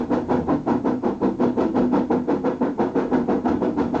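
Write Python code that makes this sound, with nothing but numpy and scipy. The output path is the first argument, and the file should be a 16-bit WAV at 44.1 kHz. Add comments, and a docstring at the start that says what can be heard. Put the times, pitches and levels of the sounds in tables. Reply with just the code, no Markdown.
"""A steam locomotive working hard, heard from a microphone in an open field, its beats slowly quickening.
Each exhaust beat is a turbulent blast that booms in the smokebox and chimney, roars and ends in a hiss.
The land returns a short echo; underneath lie wheel rumble, light wind and a faint whine.
A fast limiter after the microphone flattens the peaks of the beats."""
import sys
import numpy as np
from scipy import signal
from scipy.fft import rfft, irfft, next_fast_len
from scipy.io import wavfile
from scipy.ndimage import uniform_filter1d, minimum_filter1d, map_coordinates

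SR = 44100
rng = np.random.default_rng(int(sys.argv[2]) if len(sys.argv) > 2 else 0)


def waveform_to_disk(signal):
    """Save audio, clipped to [-1, 1], as 16-bit WAV at the path in sys.argv[1]."""
    frames = np.transpose(np.atleast_2d(signal))
    scaled = np.clip(frames, -1, 1) * 32767
    samples = np.round(scaled).astype(np.int16)
    wavfile.write(sys.argv[1], SR, samples)


N = 176400

# Exhaust beats. Each row: start in seconds, length in seconds, relative levels in dB of rasp, thump,
# boom, roar, hiss and smokebox ring, rise in seconds, share of the length at full flow.
EXHAUST_BEATS = [(0.1, 0.11, -36, -38, -21, -30.5, -50.5, -26, 0.042, 0.4),
                 (0.286, 0.12, -34, -28, -19.5, -27, -49.5, -20.5, 0.049, 0.31),
                 (0.477, 0.053, -34.5, -30, -16.5, -25.5, -51, -21.5, 0.045, 0.53),
                 (0.665, 0.1, -36.5, -38.5, -21.5, -28, -52, -28.5, 0.031, 0.48),
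                 (0.847, 0.096, -38.5, -43, -21, -31.5, -54, -24.5, 0.026, 0.4),
                 (1.029, 0.097, -41, -42.5, -23.5, -31, -55.5, -29, 0.03, 0.51),
                 (1.21, 0.085, -38.5, -35.5, -19.5, -30.5, -53, -22.5, 0.038, 0.38),
                 (1.392, 0.1, -37.5, -37, -20.5, -32, -50.5, -20.5, 0.039, 0.46),
                 (1.571, 0.094, -36, -36, -17, -30, -48, -30.5, 0.033, 0.4),
                 (1.746, 0.11, -36.5, -35.5, -20, -31, -49.5, -22.5, 0.029, 0.39),
                 (1.918, 0.098, -32.5, -38, -17.5, -25.5, -48, -24.5, 0.048, 0.28),
                 (2.106, 0.077, -35, -39, -18.5, -28, -51.5, -27.5, 0.014, 0.13),
                 (2.274, 0.099, -37.5, -43.5, -20.5, -32, -52.5, -29, 0.039, 0.42),
                 (2.441, 0.09, -36, -53, -21.5, -31, -52.5, -29, 0.025, 0.37),
                 (2.607, 0.088, -40, -50.5, -23, -33.5, -57.5, -25.5, 0.027, 0.6),
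                 (2.784, 0.11, -36.5, -43, -22.5, -29.5, -52, -38.5, 0.027, 0.34),
                 (2.948, 0.12, -36, -46.5, -21.5, -33, -53, -29, 0.026, 0.48),
                 (3.112, 0.11, -34.5, -39, -21.5, -29, -51, -21, 0.034, 0.31),
                 (3.277, 0.11, -38.5, -39.5, -22, -31.5, -54.5, -26, 0.031, 0.43),
                 (3.446, 0.12, -34.5, -37, -19.5, -30, -49.5, -31, 0.028, 0.31),
                 (3.608, 0.1, -42, -44, -23.5, -34.5, -55, -24.5, 0.022, 0.54),
                 (3.768, 0.11, -37.5, -35.5, -22.5, -32.5, -50.5, -27.5, 0.035, 0.36),
                 (3.933, 0.055, -36.5, -34.5, -19, -28.5, -48, -27.5, 0.03, 0.38)]
# The blast's five registers, low to high. Each row: frequency in Hz, relative spectral level in dB.
THUMP_SPECTRUM = [(25, -23.5), (50, -10.5), (85, -5.5), (135, -1), (165, 2.5), (210, -19), (400, -60.5)]
BOOM_SPECTRUM = [(50, -60.5), (120, -27.5), (160, -17.5), (200, -3), (255, -1), (330, -2), (385, -4),
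                 (420, -8), (455, 2.1), (495, 1.5), (540, -6), (570, -26.5), (900, -80)]
ROAR_SPECTRUM = [(300, -64), (540, -16), (605, 1), (700, 0.5), (930, 2), (1060, -5.5), (1130, -14.5),
                 (1500, -76.5)]
RASP_SPECTRUM = [(700, -57), (1130, -4.5), (1220, -4), (1320, 0.5), (1560, -5), (1760, -14.5), (2100, -14),
                 (2600, -20.5), (4500, -58.5)]
HISS_SPECTRUM = [(1200, -59.5), (2200, -1), (2600, 2), (3000, -0.5), (3500, 0), (5000, -5), (6500, -8.5),
                 (7400, -15.5), (8400, -37.5)]
# Resonances of smokebox and flues, then the chimney's higher ones. Each row: frequency in Hz, lift in dB.
FLUE_MODES = [(50, 11), (85, 12.5), (124, 10), (160, 9), (197, 4.5), (250, 6), (286, 8.5), (322, 7),
              (361, 8.5), (645, 5)]
CHIMNEY_MODES = [(1495, 5), (1670, 8.5), (1818, 7), (1935, 6), (2562, 2), (2890, 6), (3400, 7.5),
                 (4150, 5.5)]
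# Echo of the field. Each row: frequency in Hz, time to die away by 60 dB in seconds.
ECHO_DECAY = [(100, 0.75), (250, 0.45), (600, 0.22), (1500, 0.22), (7000, 0.2)]
# Rolling wheels, then wind. Each row: frequency in Hz, relative spectral level in dB.
WHEEL_SPECTRUM = [(20, -15), (50, -7.5), (65, -10), (85, -4), (130, -10), (250, 1.5), (500, -13.5),
                  (1000, -17), (2000, -51.5)]
WIND_SPECTRUM = [(200, -17), (1000, -3), (2000, 6), (3000, -2.5), (4200, -2), (7400, -5), (8400, -20)]
# Hard barks within some beats. Each row: time of the peak in seconds, relative level in dB.
BARKS = [(0.492, -26.5), (1.433, -25), (1.622, -31), (1.783, -26.5), (3.467, -17.5)]


def amp(db):
    """Decibels to amplitude."""
    return 10 ** (np.asarray(db) / 20)


def unit_rms(x):
    """x scaled to an rms of 1."""
    return x / np.sqrt(np.mean(x ** 2) + 1e-20)


def curve_at(points, hz):
    """Rows of frequency and value, interpolated on a log frequency axis."""
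    point_hz, values = np.transpose(points)
    return np.interp(np.log(hz + 1), np.log(point_hz + 1), values)


def wobble(knots_per_s):
    """A smooth random curve."""
    return map_coordinates(rng.standard_normal(N // 20), [np.arange(N) * knots_per_s / SR], mode="mirror")


def filtered(x, response):
    """x through a gain that is a function of frequency."""
    size = next_fast_len(N + SR // 2)
    return irfft(rfft(x, size) * response(np.fft.rfftfreq(size, 1 / SR)), size)[:N]


def coloured_noise(spectrum):
    """Noise of the given spectrum and an rms of 1."""
    return unit_rms(filtered(rng.standard_normal(N), lambda hz: amp(curve_at(spectrum, hz))))


def steam_flow(levels_db, lead_s, softness, fall_db_per_s, shut_db_per_s, kick_db=0, kick_s=0.019):
    """Flow of every beat: the valve opens, the blast holds, the cylinder empties, the valve shuts."""
    beats = [(start, length, rise, full_share, db)
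             for (start, length, *_, rise, full_share), db in zip(EXHAUST_BEATS, levels_db)]
    already_sounding = (-0.075, *beats[0][1:])  # a beat like the first, begun before time zero
    power = np.zeros(N)
    for start, length, rise, full_share, db in [already_sounding] + beats:
        span = slice(max(int((start - length) * SR), 0), int((start + .5) * SR))
        age = np.arange(N)[span] / SR - start + lead_s
        opening = (1 + np.tanh((age / rise - .5) / softness)) / 2
        surge_db = kick_db * np.exp(-np.maximum(age - rise, 0) / kick_s)
        emptying_db = fall_db_per_s * np.maximum(age - full_share * length, 0)
        shutting_db = shut_db_per_s * np.maximum(age - length, 0)
        power[span] += (opening * amp(db + surge_db - emptying_db - shutting_db)) ** 2
    return np.sqrt(power)


def turbulence(patchy_db):
    """Turbulent steam: noise whose colour shifts from beat to beat."""
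    spectra = signal.stft(rng.standard_normal(N), nperseg=1024)[2]
    patch_size = np.reshape([3, 8], (2, 1, 1))  # bins, frames
    patches = map_coordinates(rng.standard_normal(spectra.shape), np.indices(spectra.shape) / patch_size)
    return unit_rms(signal.istft(spectra * amp(patchy_db * patches), nperseg=1024)[1][:N])


def chimney_ring(spectrum, flue_width_hz=20.2, chimney_q=63, size=32768):
    """Unit-energy impulse response of one register, in which the flues and the chimney ring."""
    hz = np.fft.rfftfreq(size, 1 / SR)
    modes = [(centre, flue_width_hz, lift) for centre, lift in FLUE_MODES]
    modes += [(centre, centre / chimney_q, lift) for centre, lift in CHIMNEY_MODES]
    lift_db = sum(lift / (1 + (2 * (hz - centre) / width) ** 2) for centre, width, lift in modes)
    cepstrum = irfft(np.log(amp(curve_at(spectrum, hz) + lift_db)))
    # Minimum phase, so the ringing follows the blast.
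    cepstrum[1:size // 2] *= 2
    cepstrum[size // 2 + 1:] = 0
    ring = irfft(np.exp(rfft(cepstrum)))[:size // 2]
    return ring / np.linalg.norm(ring)


def steadied(sound, flow_power, span_s=0.025, steadiness=0.35):
    """A dense rush of steam: its loudness is drawn partway to the power that the flow sets."""
    width = int(span_s * SR) + 1

    def smooth(power):
        return abs(uniform_filter1d(uniform_filter1d(power, width), width)) + 1e-14

    return sound * (smooth(flow_power) / smooth(sound ** 2)) ** (steadiness / 2)


def exhaust():
    """Steam blasts up the chimney in five registers; the low ones start first."""
    rasp_db, thump_db, boom_db, roar_db, hiss_db = np.transpose(EXHAUST_BEATS)[2:7]
    churn = wobble(130)  # one fast flutter shared by the registers

    def blast(spectrum, flow, gain_db, rough_db, patchy_db):
        strength = flow * amp(gain_db + rough_db * churn)
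        ring = chimney_ring(spectrum)
        sound = signal.fftconvolve(turbulence(patchy_db) * strength, ring)[:N]
        flow_power = signal.fftconvolve(strength ** 2, ring ** 2)[:N]
        return steadied(sound, flow_power)

    thump = steam_flow(thump_db, lead_s=0.012, softness=0.47, fall_db_per_s=63.5, shut_db_per_s=157.5)
    boom = steam_flow(boom_db, lead_s=0.015, softness=0.37, fall_db_per_s=104.5, shut_db_per_s=219)
    roar = steam_flow(roar_db, lead_s=0.011, softness=0.32, fall_db_per_s=129, shut_db_per_s=143.5,
                      kick_db=2)
    rasp = steam_flow(rasp_db, lead_s=0.003, softness=0.43, fall_db_per_s=156, shut_db_per_s=103.5,
                      kick_db=2.26)
    hiss = steam_flow(hiss_db, lead_s=0.0012, softness=0.43, fall_db_per_s=151, shut_db_per_s=52.5)
    return (blast(THUMP_SPECTRUM, thump, gain_db=1.5, rough_db=-2.6, patchy_db=-0.5)
            + blast(BOOM_SPECTRUM, boom, gain_db=3.5, rough_db=-1, patchy_db=0.84)
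            + blast(ROAR_SPECTRUM, roar + barks(), gain_db=4, rough_db=0, patchy_db=0.5)
            + blast(RASP_SPECTRUM, rasp, gain_db=0.6, rough_db=0.7, patchy_db=1.1)
            + blast(HISS_SPECTRUM, hiss, gain_db=3.5, rough_db=0.5, patchy_db=1.3))


def smokebox(pitch_hz=249.3, wander_hz=5):
    """The main hollow resonance swells with every beat and rings on into the next, its pitch wandering."""
    ring_db = np.transpose(EXHAUST_BEATS)[7]
    swell = steam_flow(ring_db, lead_s=0.0067, softness=0.4, fall_db_per_s=42.5, shut_db_per_s=192.5)
    hz = pitch_hz + wander_hz * wobble(22)
    return swell * np.sqrt(2) * np.sin(2 * np.pi * np.cumsum(hz) / SR)


def field_echo(engine, build_s=0.046):
    """Bushes and banks scatter sound back to the microphone; the echo shifts as the engine moves."""
    echo, t = np.zeros(N), np.arange(N) / SR
    passing_times, spacing_s = np.linspace(0, N / SR, num=9, retstep=True)
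    for passing_s in passing_times:  # each spot on the track has its own echo
        hz, age, spectra = signal.stft(rng.standard_normal(SR // 2), SR, nperseg=256)
        decay = amp(-60 * age / curve_at(ECHO_DECAY, hz)[:, None])
        tail = signal.istft(spectra * decay * np.minimum(age / build_s, 1), SR, nperseg=256)[1]
        nearness = np.maximum(1 - abs(t - passing_s) / spacing_s, 0)
        echo += signal.fftconvolve(engine * np.sqrt(nearness), tail / np.linalg.norm(tail))[:N]
    return echo


def wheels(level_db=-38.5, sway_db=2.2):
    """Uneven low rumble of the rolling train."""
    return amp(level_db + sway_db * wobble(5.5)) * coloured_noise(WHEEL_SPECTRUM)


def wind(level_db=-62, sway_db=0.56):
    """A soft hiss of wind and steam over the field."""
    return amp(level_db + sway_db * wobble(0.87)) * coloured_noise(WIND_SPECTRUM)


def whine(level_db=-78, pitch_hz=6666):
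    """A faint, steady high tone."""
    return amp(level_db) * np.sqrt(2) * np.sin(2 * np.pi * pitch_hz * np.arange(N) / SR)


def barks(half_width_s=0.0038):
    """Brief surges of flow where a blast breaks out hard."""
    t = np.arange(N) / SR
    return sum(amp(db) * np.exp(-((t - peak_s) / half_width_s) ** 2) for peak_s, db in BARKS)


def scene():
    """At the microphone, in mono: the engine up front, its echo, wheels and wind well behind."""
    engine = exhaust() + smokebox()
    return (engine + amp(-16.5) * field_echo(engine) + wheels() + wind() + whine())[None]


def record(dry):
    """A fast limiter holds down the peaks from the microphone, then the top treble is cut off."""
    ceiling_db, attack_s, hold_s, top_hz = -10, 0.0047, 0.0047, 8409
    mic = dry[0]
    look_ahead, hold = int(attack_s * SR) + 1, int(hold_s * SR) + 1
    needed_gain = np.minimum(1, amp(ceiling_db) / (abs(mic) + 1e-9))
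    held_gain = minimum_filter1d(needed_gain, hold, origin=(hold - 1) // 2)
    gain = uniform_filter1d(minimum_filter1d(held_gain, look_ahead), look_ahead)
    return filtered(mic * gain, lambda hz: hz < top_hz)[None]


dry = scene()
out = record(dry)
waveform_to_disk(out)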